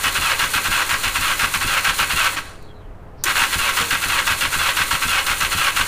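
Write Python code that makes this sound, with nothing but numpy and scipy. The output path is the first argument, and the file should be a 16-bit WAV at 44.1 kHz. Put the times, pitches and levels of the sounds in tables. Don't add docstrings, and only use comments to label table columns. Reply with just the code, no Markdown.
import sys
import numpy as np
from scipy import signal
from scipy.fft import rfft, irfft
from scipy.io import wavfile

SR = 44100
rng = np.random.default_rng(int(sys.argv[2]) if len(sys.argv) > 2 else 0)


def put_to_file(sound):
    columns = np.atleast_2d(sound).T
    safe = np.clip(columns, -1, 1)
    whole_steps = np.round(safe * 32767)
    wavfile.write(sys.argv[1], SR, whole_steps.astype(np.int16))


N = 258867
T = np.arange(N) / SR
STOP_S, RESTART_S = 2.315, 3.24
FREE_MESH_HZ, LAG_S = 722, .024

# pitch_hz, rms_db
HUM_PARTIALS = [(91.5, -47), (127, -55), (177.6, -55), (285.3, -60), (419.9, -54.5), (506, -60),
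                (656.8, -62)]
# frequency_hz, gain_db
ROOM_SPECTRUM = [(10, 2.5), (30, -4.5), (55, -8), (90, -14.5), (130, -14.5), (220, -20.5), (450, -22.5),
                 (800, -23.5), (1500, -30.5), (2500, -40.5), (4200, -51), (5500, -54.5), (15000, -59)]
# first_s, second_s, last_s, strength_db
ENGINE_CYCLES = [(-.108, .034, .208, .5), (.388, .532, .706, 0), (.889, 1.032, 1.207, -.7),
                 (1.39, 1.535, 1.668, -.3), (1.842, 1.983, 2.157, .8), (3.252, 3.39, 3.58, -.3),
                 (3.765, 3.903, 4.082, 0), (4.264, 4.406, 4.583, 0), (4.764, 4.906, 5.076, 0),
                 (5.263, 5.402, 5.572, 0), (5.76, 5.9, 6.07, 0)]
# length_s, rise_s, start_load_db, end_load_db, whine_db, slowest_mesh_hz
STROKE_SHAPES = [(.062, 0.0073, -15.5, -18.5, -33, 495), (.056, 0.0068, -14.5, -22.5, -29.5, 500),
                 (.027, 0.018, -18.5, -17, -31.5, 630), (.118, 0.011, -21.5, -17, -25.5, 485)]
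# snap_db, knock_db
STROKE_IMPACTS = [(-19.5, -14), (-21, -14), (-24, -27), (-21.5, -15.5)]
# time_s, level_db
CLATTER_ENVELOPE = [(0, -28), (2.29, -28), (2.35, -27.5), (2.42, -36.5), (2.5, -36.5), (2.58, -46.5),
                    (2.75, -62), (3.236, -82), (3.241, -27), (5.87, -29)]
# frequency_hz, gain_db
LOADED_SPECTRUM = [(60, -11.5), (200, -22.5), (450, -21.5), (750, -11.5), (1000, -5.5), (1450, -2.5),
                   (2100, -3), (2800, 0.5), (3600, -7), (4400, -14.5), (5200, -13.5), (9000, -27.5),
                   (15000, -45)]
FREE_SPECTRUM = [(30, -13), (120, -17.5), (300, -2.5), (450, -7.5), (700, -8), (1100, -1), (1600, -4),
                 (2400, -2), (4000, -6.5), (5200, -12), (9000, -13), (15000, -27)]
# centre_hz, width_hz, lift_db
CASE_MODES = [(533, 86, 7), (802, 33, 5), (953, 103, 4.5), (1112, 76, 7.5), (1271, 8.3, 2.5),
              (1355, 165, 6.5), (1538, 85, 6.5), (1616, 66, 7), (1925, 56, 5.5), (2020, 27, 3.5),
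              (2175, 30, 4), (2578, 62, 8), (2615, 160, -3), (2987, 64, 4), (3040, 70, -7), (3384, 28, 3.5),
              (3456, 54, 0.5), (4075, 100, 6.5), (4353, 174, 7), (6130, 230, 4), (6970, 260, 6),
              (8520, 270, 6), (9370, 240, 4.5), (10400, 270, 5), (11070, 110, 7)]
# multiple, level_db
MESH_HARMONICS = [(1, -10), (2, -5), (3, -16), (4, 0), (5, -6), (6, -13), (7, -14)]
# frequency_hz, gain_db
COVER_RESPONSE = [(450, 0), (550, -1), (610, -12), (780, -12), (950, -2), (1250, -2), (2600, 1), (6000, 0)]
# frequency_hz, gain_db
BRUSH_SPECTRUM = [(500, -39), (2000, 0.5), (3800, 1), (5200, -5.5), (7500, -0.5), (9500, -1.5),
                  (11000, -2.5), (12500, -3.5), (15500, -4)]
SNAP_SPECTRUM = [(300, -31), (1200, -5), (4000, -4.5), (5600, 2), (7500, 0.5), (10000, -4.5), (15500, 0.5)]
RUSH_SPECTRUM = [(15, 3.5), (35, 9.5), (55, -8), (90, -5.5), (130, -1.5), (170, -8.5), (260, -9),
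                 (400, -14.5), (900, -59), (4000, -71)]
# delay_s, level_db, rush_decay_s
EXHAUST_PUFFS = [(.041, -26, .028), (0.025, -26, 0.027), (.046, -23.5, 0.031)]
# nominal_hz, level_db, t60_s
PIPE_MODES = [(27.7, -11, 0.19), (85, -1, 0.17), (159.5, -3.5, 0.092), (257, -8.5, 0.1)]
# start_s, length_s, load_db
DRIVE_JERKS = [(2.361, .016, -19.5), (3.35, .028, -15.5), (3.4, .04, -15)]
# start_s, pitch_hz, level_db, t60_s
SLACK_CLUNKS = [(2.369, 286.5, -31, 0.074), (3.255, 360, -26.5, 0.1), (3.81, 470, -29, 0.34)]
# start_s, level_db
STOP_START_SNAPS = [(2.496, -45), (2.6254, -47), (3.238, -8.5), (3.2419, -20)]
# start_s, length_s, pitch_hz, spread_hz, level_db
LEAD_RUBS = [(2.575, 0.15, 4200, 400, -58), (2.668, 0.08, 3300, 130, -56), (2.725, .11, 3940, 220, -61),
             (2.787, .1, 3100, 280, -61), (3.17, 0.098, 4740, 900, -56)]


def amp(db):
    return 10 ** (np.asarray(db) / 20)


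def unit_rms(x):
    return x / np.sqrt(np.mean(x ** 2) + 1e-20)


def add(mix, start_s, sound):
    at = round(start_s * SR)
    part, sound = mix[max(at, 0):], sound[max(-at, 0):]
    part[:len(sound)] += sound[:len(part)]


def drift(cutoff_hz):
    rolloff = 1 + (np.fft.rfftfreq(N, 1 / SR) / cutoff_hz) ** 4
    return unit_rms(irfft(rfft(rng.standard_normal(N)) / rolloff, N))


def colour(x, spectrum, modes=(), size=8192):
    hz = abs(np.fft.fftfreq(size, 1 / SR))
    knots_hz, knots_db = np.transpose(spectrum)
    db = np.interp(np.log(hz + 1), np.log(knots_hz), knots_db)
    db += sum(lift / (1 + (2 * (hz - centre) / width) ** 2) for centre, width, lift in modes)
    response = np.exp(np.conj(signal.hilbert(np.log(amp(db)))))
    ring = np.fft.ifft(response).real[:size // 2]
    return signal.oaconvolve(x, ring / np.linalg.norm(ring))[:N]


def workshop():
    hum = sum(amp(db + drift(4)) * np.sqrt(2) * np.sin(2 * np.pi * hz * T + .3 * drift(4))
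              for hz, db in HUM_PARTIALS)
    return hum + amp(-37) * colour(rng.standard_normal(N), ROOM_SPECTRUM)


def stroke_starts(first, second, last, lead_s=.067):
    return [first, second, last - lead_s, last]


def strokes(rest_s=.038):
    for *times, db in ENGINE_CYCLES:
        starts = stroke_starts(*times)
        for place, (start, gap) in enumerate(zip(starts, np.diff(starts + [np.inf]))):
            yield start, min(STROKE_SHAPES[place][0], max(gap - rest_s, LAG_S)), db, place


def held(start, length, rise_s=.0073, release_s=.024):
    return np.clip((T - start) / rise_s, 0, 1) * np.exp(-np.clip((T - start - length) / release_s, 0, 20))


def starter_mesh_hz(recover_s=.05, run_down_s=.078, spin_up_s=.025):
    sag_hz = np.zeros(N)
    for start, length, _, place in strokes():
        slowest = start + length + LAG_S
        dip = np.interp(T, [start, slowest, slowest + recover_s], [0, 1, 0]) ** 1.15
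        sag_hz = np.maximum(sag_hz, dip * (FREE_MESH_HZ - STROKE_SHAPES[place][-1]))
    run_down = np.exp(-np.maximum(T - STOP_S, 0) / run_down_s)
    spin_up = 1 - np.exp(-abs(T - RESTART_S) / spin_up_s)
    waver = 1 + .005 * drift(150) + .005 * drift(8)
    return (FREE_MESH_HZ - sag_hz) * np.where(T > RESTART_S, spin_up, run_down) * waver


def piston_load(idle_whine_db=-41, take_up_s=.013, chatter_db=.5):
    force, singing = np.zeros(N), np.full(N, amp(idle_whine_db))
    for start, length, db, place in strokes():
        _, rise_s, start_db, end_db, whine_db, _ = STROKE_SHAPES[place]
        grip = amp(db) * held(start, length, rise_s)
        force = np.maximum(force, grip * np.interp(T, [start, start + length], amp([start_db, end_db])))
        singing += grip * amp(whine_db)
    for start, length, db in DRIVE_JERKS:
        force = np.maximum(force, amp(db) * held(start, length))
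    take_up = 1 - np.exp(-abs(T - RESTART_S) / take_up_s)
    return force * take_up * amp(chatter_db * drift(56)), singing


def contacts(per_s, spread_db, sliding_db):
    sizes = amp(spread_db * np.minimum(rng.exponential(1, N), 3)) * rng.choice([-1, 1], N)
    clicks = unit_rms(sizes * (rng.random(N) < per_s / SR))
    return unit_rms(clicks + amp(sliding_db) * rng.standard_normal(N))


def drive_rattle(force, turning, mesh_cycles, knock_lead_s=.01, knock_decay_s=.0072):
    tooth_pulse = unit_rms(1 + .36 * np.cos(2 * np.pi * mesh_cycles))
    loaded = amp(-1.5) * force * tooth_pulse * contacts(per_s=1100, spread_db=0, sliding_db=-.5)
    t = T[:SR // 20]
    for start, length, db, place in strokes():
        size = amp(db + STROKE_IMPACTS[place][1] + 1.5 * rng.standard_normal())
        knock = size * np.exp(-t / knock_decay_s) * rng.standard_normal(len(t))
        add(loaded, start + length - knock_lead_s, knock)
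    free = amp(-3) * turning * contacts(per_s=1200, spread_db=3.5, sliding_db=2.5)
    return colour(loaded, LOADED_SPECTRUM, CASE_MODES) + colour(free, FREE_SPECTRUM, CASE_MODES)


def gear_whine(level, mesh_cycles, rough_db=2.5):
    tone = sum(amp(db + rough_db * drift(60)) * np.cos(2 * np.pi * (k * mesh_cycles + rng.random()))
               for k, db in MESH_HARMONICS)
    return colour(unit_rms(tone) * level, COVER_RESPONSE, CASE_MODES)


def brush_hiss(level, mesh_cycles, teeth=8, flutter_db=1.0):
    throb = unit_rms(1 + .15 * np.cos(2 * np.pi * mesh_cycles / teeth))
    flutter = amp(flutter_db * drift(31))
    crackle = contacts(per_s=2500, spread_db=5.5, sliding_db=7)
    return colour(level * throb * flutter * crackle, BRUSH_SPECTRUM, CASE_MODES)


def steel_snaps(bite_s=.003, decay_s=.0048):
    bursts, t = np.zeros(N), T[:SR // 25]
    clutch = [(start + bite_s, db + STROKE_IMPACTS[place][0]) for start, _, db, place in strokes()]
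    for start, db in clutch + list(STOP_START_SNAPS):
        add(bursts, start, amp(db) * np.exp(-t / decay_s) * rng.standard_normal(len(t)))
    return colour(bursts, SNAP_SPECTRUM, CASE_MODES)


def exhaust(turning, rise_s=.0057, push_s=.025, build_up_s=.083):
    ring, rush, t = np.zeros(N), np.zeros(N), T[:SR // 4]
    shove = amp(-4) * t / push_s * (1 - t / push_s / 2) * np.exp(-t / push_s)
    for *times, _ in ENGINE_CYCLES:
        for start, (delay, db, decay_s) in zip(stroke_starts(*times), EXHAUST_PUFFS):
            size = amp(db) * (1 - np.exp(-abs(start - RESTART_S) / build_up_s))
            pipes = sum(amp(level - 60 * t / t60) * np.sin(2 * np.pi * hz * rng.uniform(.894, 1.074) * t)
                        for hz, level, t60 in PIPE_MODES)
            add(ring, start + delay, size * (pipes + shove))
            add(rush, start + delay, size * amp(-2) * (1 - np.exp(-t / rise_s)) * np.exp(-t / decay_s))
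    return ring + colour((rush + amp(-24) * turning) * rng.standard_normal(N), RUSH_SPECTRUM)


def reflections(x, t60_s=.25, wet_db=-12, cutoff_hz=6000, per_s=2000):
    t = T[:SR // 2]
    taps = rng.choice([-1, 1], len(t)) * (rng.random(len(t)) < per_s / SR)
    taps = taps * (t > .003) * amp(-60 * t / t60_s)
    pole = np.exp(-2 * np.pi * cutoff_hz / SR)
    dulled = signal.lfilter([1 - pole], [1, -pole], x)
    return amp(wet_db) * signal.oaconvolve(dulled, taps / np.linalg.norm(taps))[:N]


def crankcase_clunks(rise_s=.0019):
    out, t = np.zeros(N), T[:SR // 4]
    for start, hz, db, t60 in SLACK_CLUNKS:
        add(out, start, amp(db - 60 * t / t60) * (1 - np.exp(-t / rise_s)) * np.sin(2 * np.pi * hz * t))
    return out


def hand_on_lead(fall_per_s=1.1, bump_s=2.845, bump_db=-29, bump_hz=33):
    out = np.zeros(N)
    for start, length, hz, spread_hz, db in LEAD_RUBS:
        t = np.arange(0, length, 1 / SR)
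        cycles = np.cumsum(hz * (1 - fall_per_s * (t - length / 2))) / SR
        squeak = np.sqrt(2) * drift(spread_hz)[:len(t)] * np.cos(2 * np.pi * cycles)
        add(out, start, amp(db) * squeak * np.sin(np.pi * t / length))
    t = T[:SR // 10]
    add(out, bump_s, amp(bump_db) * np.hanning(len(t)) * np.sin(2 * np.pi * bump_hz * t))
    return out


def scene():
    mesh_hz = starter_mesh_hz()
    mesh_cycles, pace = np.cumsum(mesh_hz) / SR, mesh_hz / FREE_MESH_HZ
    force, singing = piston_load()
    turning = amp(np.interp(T, *np.transpose(CLATTER_ENVELOPE)))
    metal = drive_rattle(force, turning, mesh_cycles) + gear_whine(singing * pace ** 1.84, mesh_cycles)
    metal += steel_snaps() + crankcase_clunks()
    hiss_level = amp(-26.5) * pace ** 1.8 + amp(-21) * force + amp(-29) * turning
    mono = metal + reflections(metal) + brush_hiss(hiss_level, mesh_cycles)
    mono += exhaust(turning) + hand_on_lead() + workshop()
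    return np.array([mono, mono])


def record(dry, ceiling=.75, cutoff_hz=15500):
    rounded = dry / (1 + (dry / ceiling) ** 4) ** (1 / 4)
    low_pass = signal.firwin(801, cutoff_hz, window=("kaiser", 8), fs=SR)
    return signal.oaconvolve(rounded, low_pass[None], "same")


dry = scene()
out = record(dry)
put_to_file(out)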